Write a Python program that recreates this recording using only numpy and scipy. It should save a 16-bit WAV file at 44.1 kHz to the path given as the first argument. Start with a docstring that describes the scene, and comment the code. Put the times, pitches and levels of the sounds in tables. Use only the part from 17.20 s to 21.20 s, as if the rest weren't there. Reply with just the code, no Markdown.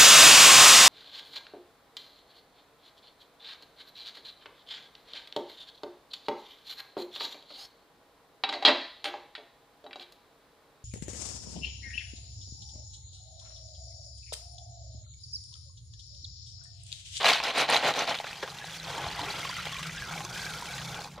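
"""Wet snail shells are shaken in a plastic colander standing in a metal basin, close by, outdoors.
After about a second the heap settles and the colander knocks down. A hose then runs over the shells
and through a cupped hand: drops spatter, bubbles ring in the pool, a hollow gurgle follows the hand,
and the jet draws a low, throbbing hum from the basin."""
import sys
import numpy as np
from scipy import signal
from scipy.io import wavfile
from scipy.ndimage import uniform_filter1d

SR = 44100
rng = np.random.default_rng(int(sys.argv[2]) if len(sys.argv) > 2 else 0)


def wav_record(signal):
    """Record a signal, one row per channel, as 16-bit PCM in the file named by sys.argv[1]."""
    frames = np.transpose(np.atleast_2d(signal))
    bounded = np.clip(frames, -1, 1)
    # unit amplitude maps onto the largest positive 16-bit level
    quanta = np.round(bounded * 32767).astype(np.int16)
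    wavfile.write(sys.argv[1], SR, quanta)


N = 176400
T = np.arange(N) / SR  # clock of the whole scene, in seconds
RING = np.arange(4096) / SR  # clock of one short sound

# tone of water hitting the hand: f/Hz, level/dB
HAND_TONE = [(100, -30), (400, -13), (750, -21), (1400, -4), (2000, 3), (2600, 1), (3200, 4.5), (4100, -4),
             (5000, -4.5), (6300, -12.5), (8500, -16.5), (12000, -24), (15000, -36)]
# tone of water hitting shells and pool: f/Hz, level/dB
SPLASH_TONE = [(100, -61), (400, 2), (800, -6.5), (1400, -4), (1950, -8), (2300, -0.5), (2900, -7),
               (3450, 0.5), (4500, -1.5), (6300, -1.5), (8500, -9.5), (12000, -14.5), (15000, -19)]
# tone of bright shell clicks: f/Hz, level/dB
CLICK_TONE = [(500, -44), (2500, -13), (4600, 1), (6200, 2), (8500, -9.5), (11000, -15), (15000, -17)]


def amp(db):
    """Turns decibels into a gain."""
    return 10 ** (np.asarray(db) / 20)


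def unit(x):
    """Scales a sound to an average power of 1."""
    return x / np.sqrt(np.mean(x ** 2) + 1e-20)


def steadied(x, size=700):
    """Holds the power near 1 over stretches of `size` samples, keeping the fine grain."""
    power = uniform_filter1d(uniform_filter1d(x ** 2, size), size)
    return x / np.sqrt(abs(power) + 1e-12)


def curve(points, column=1):
    """Joins the values in one column of a time table with straight lines."""
    rows = np.array(points)
    return np.interp(T, rows[:, 0], rows[:, column])


def add(mix, s, sound):
    """Mixes a sound in, starting at s seconds."""
    part = mix[max(0, round(s * SR)):][:len(sound)]
    part += sound[:len(part)]


def colour(x, tone, size=8192):
    """Filters a sound to a tone (f/Hz, level/dB), with no ringing ahead of a hit."""
    hz, db = np.transpose(tone)
    log_hz = np.log(abs(np.fft.fftfreq(size, 1 / SR)) + 1)
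    log_gain = np.log(amp(np.interp(log_hz, np.log(hz), db)))
    response = np.exp(np.conj(signal.hilbert(log_gain)))
    taps = np.fft.ifft(response).real[:size // 2]
    return signal.fftconvolve(x, taps)[:len(x)]


def dying(t60):
    """A fade that drops 60 dB in t60 seconds."""
    return np.exp(-np.log(1000) * RING / t60)


def clicks(per_s, spread_db):
    """Random hits, mostly small and a few large."""
    size = amp(spread_db * np.minimum(rng.exponential(1, N), np.pi))
    return size * rng.choice([-1, 1], N) * (rng.random(N) < per_s / SR)


def grains(hits, shapes):
    """Each hit sets off one short sound, picked at random from the shapes."""
    which, out = rng.integers(0, len(shapes), N), np.zeros(N + len(RING))
    shapes = [shape / np.linalg.norm(shape) for shape in shapes]
    for i in np.flatnonzero(hits):
        out[i:i + len(RING)] += hits[i] * shapes[which[i]]
    return out[:N]


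def crack(decay_s):
    """A brief burst of noise as two things touch."""
    return rng.standard_normal(len(RING)) * np.exp(-RING / decay_s)


def bubble(hz, cycles, rise):
    """A fading tone that climbs as the bubble nears the surface."""
    age = RING * hz / cycles
    pitch = hz * (1 + rise * np.minimum(age, 2))
    return np.exp(-age) * np.sin(2 * np.pi * np.cumsum(pitch) / SR)


def outdoor_air(db=-60.5):
    """A faint, steady, low rush behind everything."""
    # tone of the background: f/Hz, level/dB
    tone = [(20, -21), (60, -12), (200, -17.5), (800, -24), (4000, -38.5), (15000, -46)]
    return amp(db) * unit(colour(rng.standard_normal(N), tone))


def basin_hum(waver_depth=0.3):
    """The jet rumbles on the water-laden basin and makes its two low notes hum in swells."""
    # swells of the hum: middle t/s, length/s, level at the middle/dB, f/Hz
    swells = [(1.33, .16, -55, 136), (1.53, .2, -52, 160.2), (1.66, .18, -49, 162.7),
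              (1.98, .16, -57, 163.4), (2.13, .18, -56.5, 131.2), (2.25, .12, -56, 161),
              (2.38, .12, -58, 164), (2.49, .13, -49.5, 155.3), (2.68, .28, -45.5, 161.2),
              (2.82, .14, -50, 131.2), (2.96, .18, -48, 160.5), (3.16, .26, -56, 160),
              (3.33, .2, -51, 159.8), (3.58, .18, -49, 134.3), (3.7, .28, -49, 161.6), (3.7, .12, -47, 130),
              (3.92, .17, -50.5, 134.8)]
    # strength of the rumble: t/s, level/dB
    rumble_levels = [(0, -69), (1.2, -57.5), (1.6, -55), (1.78, -55), (1.85, -47.5), (2.15, -51),
                     (2.45, -50), (2.68, -49.5), (3.1, -47.5), (3.48, -51.5), (3.67, -46.5), (3.8, -53),
                     (4, -51)]
    # tone of the rumble: f/Hz, level/dB
    rumble_tone = [(15, -55), (32, -18), (54, -1.5), (72, -7), (95, -6.5), (135, 0.5), (180, 0), (215, -11),
                   (400, -26.5), (1500, -54)]
    hum = np.zeros(N)
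    for s, length, db, hz in swells:
        t = np.arange(0, length, 1 / SR)
        note = np.sqrt(2) * np.sin(2 * np.pi * (hz * t + rng.random()))
        add(hum, s - length / 2, amp(db) * np.sin(np.pi * t / length) * note)
    waver = unit(uniform_filter1d(uniform_filter1d(rng.standard_normal(N), size=900), size=900))
    rumble = steadied(colour(rng.standard_normal(N), rumble_tone), size=5000)
    return hum * (1 + waver_depth * waver) + amp(curve(rumble_levels)) * rumble


def bobbing(rise_s=0.0086):
    """Soft low glugs as the colander shifts in the water."""
    # glugs: t/s, level/dB, f/Hz
    glugs = [(0.681, -43, 123), (1.832, -39.5, 108), (1.86, -40.5, 79), (1.99, -38, 101),
             (2.01, -43.5, 295), (2.07, -40.5, 407), (3.04, -46, 359)]
    swell = RING / rise_s * np.exp(1 - RING / rise_s)
    out = np.zeros(N)
    for s, db, hz in glugs:
        add(out, s, amp(db) * swell * np.sin(2 * np.pi * hz * RING))
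    return out


def churn(cycles=2.5, splash_gain=0.17):
    """Water falling into the pool traps larger bubbles, with a few clear plops."""
    # strength of the churning: t/s, level/dB
    levels = [(0, -65), (1.3, -49), (1.61, -57.5), (1.7, -39), (1.87, -40.5), (1.93, -45.5), (2.02, -40),
              (2.2, -45), (2.33, -55), (2.43, -56), (2.47, -42.5), (2.54, -63), (2.87, -53), (2.91, -43.5),
              (3.1, -49.5), (3.6, -48.5), (3.8, -46), (3.88, -47.5), (3.91, -66), (4, -46.5)]
    # tone of the churning: f/Hz, level/dB
    tone = [(50, -11), (130, 2), (240, -16), (400, -6.5), (600, -7), (830, -0.5), (1100, -6), (1600, -11.5),
            (3000, -35), (9000, -63)]
    # single large bubbles: t/s, level/dB, f/Hz
    plops = [(1.70, -25.5, 940), (1.781, -21, 915), (1.992, -19, 963), (2.085, -26, 1350),
             (2.231, -22, 2120), (2.252, -21.5, 1090), (2.296, -23, 1006), (2.329, -24.5, 1400),
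             (2.367, -21, 2020), (2.387, -24.5, 1280), (2.522, -29.5, 1080), (2.593, -26.5, 1150),
             (2.658, -25.5, 1330), (2.822, -22.5, 1640), (2.912, -26, 1560), (2.958, -31, 770),
             (2.978, -24.5, 2250), (3.006, -25, 824), (3.052, -30, 1090), (3.161, -22.5, 1610),
             (3.266, -21.5, 1610), (3.424, -23.5, 966), (3.79, -25.5, 802)]
    shapes = [bubble(hz, cycles * rng.uniform(0.35, 1.77), rise=0.028)
              for hz in np.linspace(250, 2400, 80)]
    bubbling = colour(grains(clicks(per_s=1500, spread_db=3.5), shapes), tone)
    out = amp(curve(levels)) * steadied(bubbling, size=3500)
    for s, db, hz in plops:
        splash = splash_gain * colour(crack(0.0046), SPLASH_TONE)
        add(out, s, amp(db) * (bubble(hz, cycles=6.8, rise=0.007) / 2 + splash))
    return out


def gurgle(pitch_scatter=0.036, overtone_ratio=1.62, overtone_db=-7):
    """Bubbles pop near the pitch of an air pocket, which changes as the hand moves."""
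    # air pocket under the jet, between hand and shells: t/s, f/Hz, level/dB
    pocket = [(1.3, 1640, -85), (1.38, 1690, -63), (1.42, 1710, -48), (1.555, 1570, -55), (1.59, 1530, -58),
              (2.05, 1327, -50), (2.22, 1330, -46), (2.34, 1400, -56), (2.4, 1300, -40), (2.46, 1100, -75),
              (2.53, 1106, -47), (2.59, 1054, -47), (2.62, 1334, -48.5), (2.73, 1310, -50.5),
              (2.78, 1640, -43), (2.83, 1600, -48), (2.87, 1320, -46.5), (2.94, 1370, -44.5),
              (3.03, 1430, -66), (3.11, 1380, -49), (3.17, 1555, -44.5), (3.27, 1640, -47),
              (3.31, 1390, -44.5), (3.44, 1335, -51.5), (3.52, 1550, -48), (3.58, 1670, -48),
              (3.66, 1270, -57), (3.77, 1490, -43), (3.9, 1370, -80)]
    pitch, out = curve(pocket), np.zeros(N)
    for ratio, db in ((1, 0), (overtone_ratio, overtone_db)):
        hits, pops = clicks(per_s=150, spread_db=2), np.zeros(N)
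        for i in np.flatnonzero(hits):
            hz = ratio * pitch[i] * np.exp(pitch_scatter * rng.standard_normal())
            add(pops, i / SR, hits[i] * bubble(hz, cycles=9.5, rise=0.017))
        out += amp(db) * steadied(pops, size=2600)
    return out * amp(curve(pocket, column=2))


def slaps(decay_s=0.0059):
    """Gobs of water burst into a quick spray of droplets."""
    # gobs landing: t/s, peak level/dB
    gobs = [(1.913, -30), (1.994, -28), (2.183, -37), (2.251, -35), (2.455, -25), (2.544, -30),
            (2.629, -25), (2.938, -28), (2.981, -34), (3.175, -26), (3.297, -32), (3.337, -28),
            (3.456, -28.5), (3.581, -28.5), (3.616, -30)]
    spray = colour(clicks(per_s=5000, spread_db=4), HAND_TONE)
    out = np.zeros(N)
    for s, db in gobs:
        burst = np.roll(spray, -round(s * SR))[:len(RING)] * np.exp(-RING / decay_s)
        add(out, s, amp(db) * burst / abs(burst).max())
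    return out


def droplets(flow, cycles=13, db=-4.8):
    """Larger drops plink out of the spray, louder when the flow is stronger."""
    shapes = [bubble(hz, cycles * rng.uniform(0.54, 1.3), rise=0.012)
              for hz in np.geomspace(1500, 4800, 60)]
    plinks = colour(grains(clicks(per_s=115, spread_db=3), shapes), SPLASH_TONE)
    return amp(db) * flow * unit(plinks)


def spatter(cycles=7.5, fizz_db=-3, spurt_db=2.5):
    """Drops tick on skin, shells and pool in uneven spurts and trap tiny, fizzing bubbles."""
    # strength of the spray: t/s, level on the hand/dB, level on shells and pool/dB
    levels = [(0, -59, -85), (1.0, -47.5, -49.5), (1.19, -50.5, -49.5), (1.33, -51.5, -48.5),
              (1.42, -50.5, -50.5), (1.55, -47, -44.5), (1.61, -50, -50), (1.7, -43, -45),
              (1.95, -43.5, -48.5), (2.17, -42, -43), (2.42, -41.5, -47.5), (2.6, -45.5, -44.5),
              (2.86, -49, -48), (2.94, -59, -43.5), (3.09, -78, -46.5), (3.18, -65, -41), (3.4, -52, -45),
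              (3.62, -64, -43), (3.78, -47, -47.5), (3.86, -78, -46), (3.895, -73, -56), (3.96, -75, -56),
              (4, -58, -85)]
    on_hand, on_shells = amp(curve(levels)), amp(curve(levels, column=2))
    shapes = [bubble(hz, cycles * rng.uniform(0.57, 2.0), rise=0.019)
              for hz in np.geomspace(1200, 13000, 240)]
    out = np.zeros(N)
    for level, tone in ((on_hand, HAND_TONE), (on_shells, SPLASH_TONE)):
        fizz = unit(grains(clicks(per_s=2600, spread_db=4.5), shapes))
        spurts = amp(spurt_db * unit(uniform_filter1d(rng.standard_normal(N), size=500)))
        drops = unit(clicks(per_s=4200, spread_db=2.5))
        spray = spurts * (drops + amp(fizz_db) * fizz)
        out += level * steadied(colour(spray, tone), size=2500)
    return out + droplets(flow=np.hypot(on_hand, on_shells))


def colander_ring(detune=0.009):
    """The colander rings, struck at a random place and put slightly out of tune by its load."""
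    # natural notes of the colander: f/Hz, level/dB, time to fade by 60 dB/s
    notes = [(416, 0.5, 0.025), (514, -6, 0.048), (639, 4, 0.02), (774, 1.5, 0.026), (933, 4.5, 0.017),
             (1046, -1.5, 0.053), (1355, -0.5, 0.021), (1830, 4.5, 0.017), (2200, -1, 0.028),
             (3390, 17.5, 0.0022)]
    out = np.zeros(len(RING))
    for hz, db, t60 in notes:
        strength = rng.normal(1, 0.14) * rng.choice([-1, 1]) * amp(db)
        out += strength * dying(t60) * np.cos(2 * np.pi * hz * rng.normal(1, detune) * RING)
    return out


def colander_knocks(crack_gain=5, spot_db=12.5):
    """The colander knocks on the basin; each struck spot brings out its own pitch."""
    # knocks: t/s, peak level/dB, f of the spot/Hz, decay of the contact noise/s
    knocks = [(.045, -14, 780, 0.0043), (.113, -16, 760, 0.0048), (.202, -22, 890, 0.0048),
              (.496, -17, 1100, 0.0061), (.65, -20.5, 776, 0.0067), (1.0, -23.5, 760, 0.0034),
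              (1.043, -25.5, 1400, 0.0075), (1.227, -26, 1710, 0.014), (1.23, -20.5, 450, 0.0098),
              (1.277, -30.5, 1300, 0.014), (1.442, -31.5, 800, 0.0019), (1.841, -25, 1100, 0.0046),
              (1.864, -26.5, 700, 0.006), (2.467, -27.5, 600, .003), (3.006, -25.5, 900, 0.0018),
              (3.049, -46, 1100, .005), (3.979, -33, 570, 0.0079)]
    # tone shared by all knocks: f/Hz, level/dB
    tone = [(60, -31), (250, -15), (420, -1), (900, -3.5), (1700, -3), (3600, -6.5), (6000, -16),
            (15000, -46)]
    out = np.zeros(N)
    for s, db, hz, contact_s in knocks:
        blow = colour(colander_ring() + crack_gain * crack(contact_s), tone)
        blow = colour(blow, [(hz / np.sqrt(2), 0), (hz, spot_db), (hz * np.sqrt(2), 0)])
        add(out, s, amp(db) * blow / abs(blow).max())
    return out


def shell_clacks(t60=0.018, tick_gain=0.085):
    """Single shells drop onto the heap, each with a tick and a short ring."""
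    # falling shells: t/s, level/dB, f/Hz
    clacks = [(0.0842, -11, 4270), (.098, -5.5, 2220), (0.134, -4, 4530), (.201, -10.5, 2540),
              (0.238, -11.5, 5050), (0.382, -16, 8530), (.4035, -19, 5800), (.501, -14, 9040),
              (0.565, -3, 4040), (0.679, -20, 7000), (0.739, -12.5, 3830), (0.7656, -19, 3940),
              (0.792, -14, 6100), (0.895, -19, 5400), (0.976, -22, 3320), (0.988, -15.5, 3700),
              (1.044, -22, 2640), (1.069, -19, 1730), (1.11, -22, 1830), (1.13, -21, 2560),
              (1.386, -21, 3740), (3.05, -19.5, 6100), (3.745, -20, 3470)]
    # notes of one shell: multiple of its pitch, level/dB
    notes = [(.83, -2), (1, 4.5), (1.13, -8)]
    out = np.zeros(N)
    for s, db, hz in clacks:
        tick_tone = [(hz / 10, -20), (hz / 2, -3), (hz, 0), (hz * 2, -15), (hz * 4, -30)]
        tick = colour(crack(0.0027), tick_tone)
        chord = sum(amp(note_db) * np.sin(2 * np.pi * hz * ratio * RING) for ratio, note_db in notes)
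        ring = dying(t60) * chord / abs(chord).max() / 2
        add(out, s, amp(db) * (ring + tick_gain * tick / abs(tick).max()))
    return out


def shell_crunches(t60=0.008, tick_gain=0.26):
    """Shell edges snap against each other in the hardest shakes."""
    # crunches: loudest t/s, spread/s, level/dB
    crunches = [(.09, 0.033, -38.5), (.405, 0.011, -34.5), (.55, 0.021, -38.5), (.685, 0.018, -41.5),
                (.8, 0.04, -44.5)]
    edges = [dying(t60) * np.sin(2 * np.pi * hz * RING) / 2 + tick_gain * crack(0.0027)
             for hz in np.linspace(5000, 14000, 40)]
    level = sum(amp(db) * np.exp(-((T - s) / spread) ** 2 / 2) for s, spread, db in crunches)
    snaps = grains(clicks(per_s=1100, spread_db=5.5), edges)
    return level * steadied(colour(snaps, CLICK_TONE))


def shell_ring(t60=0.015, tick_gain=0.34):
    """One struck shell ticks and rings at five random pitches."""
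    fade = dying(t60 * rng.uniform(0.29, 1.43))
    pitches_hz = rng.uniform(674, 15050, size=5)
    chord = np.sin(2 * np.pi * np.outer(pitches_hz, RING)).mean(0)
    return fade * chord + tick_gain * crack(0.00042)


def shaking(bend=1.45, click_db=-10, brighten=0.58):
    """With each shake the shells clatter on each other and thump the colander."""
    # shakes: full strength at t/s, 20 dB rise/s, hold/s, 20 dB fall/s, clatter level/dB, thud level/dB
    shakes = [(0.017, 0.066, 0.007, 0.084, -31, -35.5), (0.058, 0.028, 0.042, 0.029, -20, -27.5),
              (0.122, 0.013, 0.0099, 0.11, -25.5, -37), (0.239, 0.025, 0.07, 0.018, -31.5, -35),
              (0.386, 0.066, 0.032, 0.061, -26, -28), (0.493, 0.018, 0.016, 0.038, -28, -28),
              (0.529, 0.022, 0.028, 0.051, -24, -26), (0.597, 0.034, .015, 0.036, -37.5, -40),
              (0.649, 0.05, 0.046, 0.046, -29, -26.5), (0.763, 0.03, .01, 0.05, -33, -32),
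              (0.795, 0.026, 0.024, 0.058, -31.5, -31.5), (0.88, 0.017, 0.032, 0.046, -31.5, -32),
              (0.947, 0.016, 0.01, 0.012, -33.5, -42), (1.075, 0.0097, 0.012, 0.04, -42, -60)]
    # tone of the clattering shells: f/Hz, level/dB
    clatter_tone = [(60, -38), (300, -29), (700, -3.5), (1100, 1.5), (1600, -5), (2250, 2), (3100, 1),
                    (4000, 1), (5000, -7), (6200, -12), (8000, -20), (11000, -27.5), (15000, -36.5)]
    # tone of the thumped colander: f/Hz, level/dB
    thud_tone = [(30, -42), (80, -30), (135, -3.5), (230, -5.5), (370, -8), (520, -5), (760, -3.5),
                 (1000, -10.5), (1500, -3), (3000, -23), (9000, -35)]
    clatter_power, thud_power = np.zeros((2, N))
    for full, rise, hold, fall, clatter_db, thud_db in shakes:
        before = np.maximum(full - T, 0) / rise
        after = np.maximum(T - full - hold, 0) / fall
        shape_db = -20 * (before + after) ** bend
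        clatter_power += amp(shape_db + clatter_db) ** 2
        thud_power += amp(shape_db + thud_db) ** 2
    shells = [shell_ring() for _ in range(140)]
    clatter = steadied(colour(grains(clicks(per_s=3000, spread_db=4), shells), clatter_tone))
    bright = steadied(colour(grains(clicks(per_s=800, spread_db=4), shells), CLICK_TONE))
    walls = [colander_ring() + 1.52 * crack(0.0054) for _ in range(140)]
    thud = steadied(colour(grains(clicks(per_s=700, spread_db=3), walls), thud_tone))
    force = np.sqrt(clatter_power)
    bright_share = amp(click_db) * force ** brighten  # harder shakes sound brighter
    return force * (clatter + bright_share * bright) + np.sqrt(thud_power) * thud


def with_echoes(x, t60=0.033, build_s=0.023, db=-13):
    """Adds short echoes from the basin walls and the ground."""
    tail = rng.standard_normal(len(RING)) * dying(t60) * np.minimum(RING / build_s, 1)
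    return x + amp(db) * signal.fftconvolve(x, tail / np.linalg.norm(tail))[:N]


def stereo_side(x):
    """Many small reflections scramble the sound, so the ears hear the treble differently."""
    # stereo width: f/Hz, level of the scrambled sound/dB
    width = [(50, -86), (200, -28), (600, -56), (1400, -19.5), (2800, -14.5), (5600, -9.5), (10000, -3.5),
             (15000, -1)]
    spectrum = signal.stft(x, nperseg=256)[2]
    random_phase = np.exp(2j * np.pi * rng.random(spectrum.shape))
    scrambled = signal.istft(spectrum * random_phase, nperseg=256)[1][:N] * np.sqrt(2)
    return colour(scrambled, width)


def scene():
    """All sources sit in the middle; reflections widen the treble."""
    shells = shaking() + shell_crunches() + shell_clacks() + colander_knocks()
    water = spatter() + slaps() + churn() + gurgle()
    mid = with_echoes(shells + water) + bobbing() + basin_hum() + outdoor_air()
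    side = stereo_side(mid)
    return np.array([mid + side, mid - side])


def record(dry, cutoff_hz=15650):
    """Cuts off the very highest treble."""
    lowpass = signal.firwin(511, cutoff_hz, window=("kaiser", 9), fs=SR)
    return signal.oaconvolve(dry, lowpass[None], "same")


dry = scene()
out = record(dry)
wav_record(out)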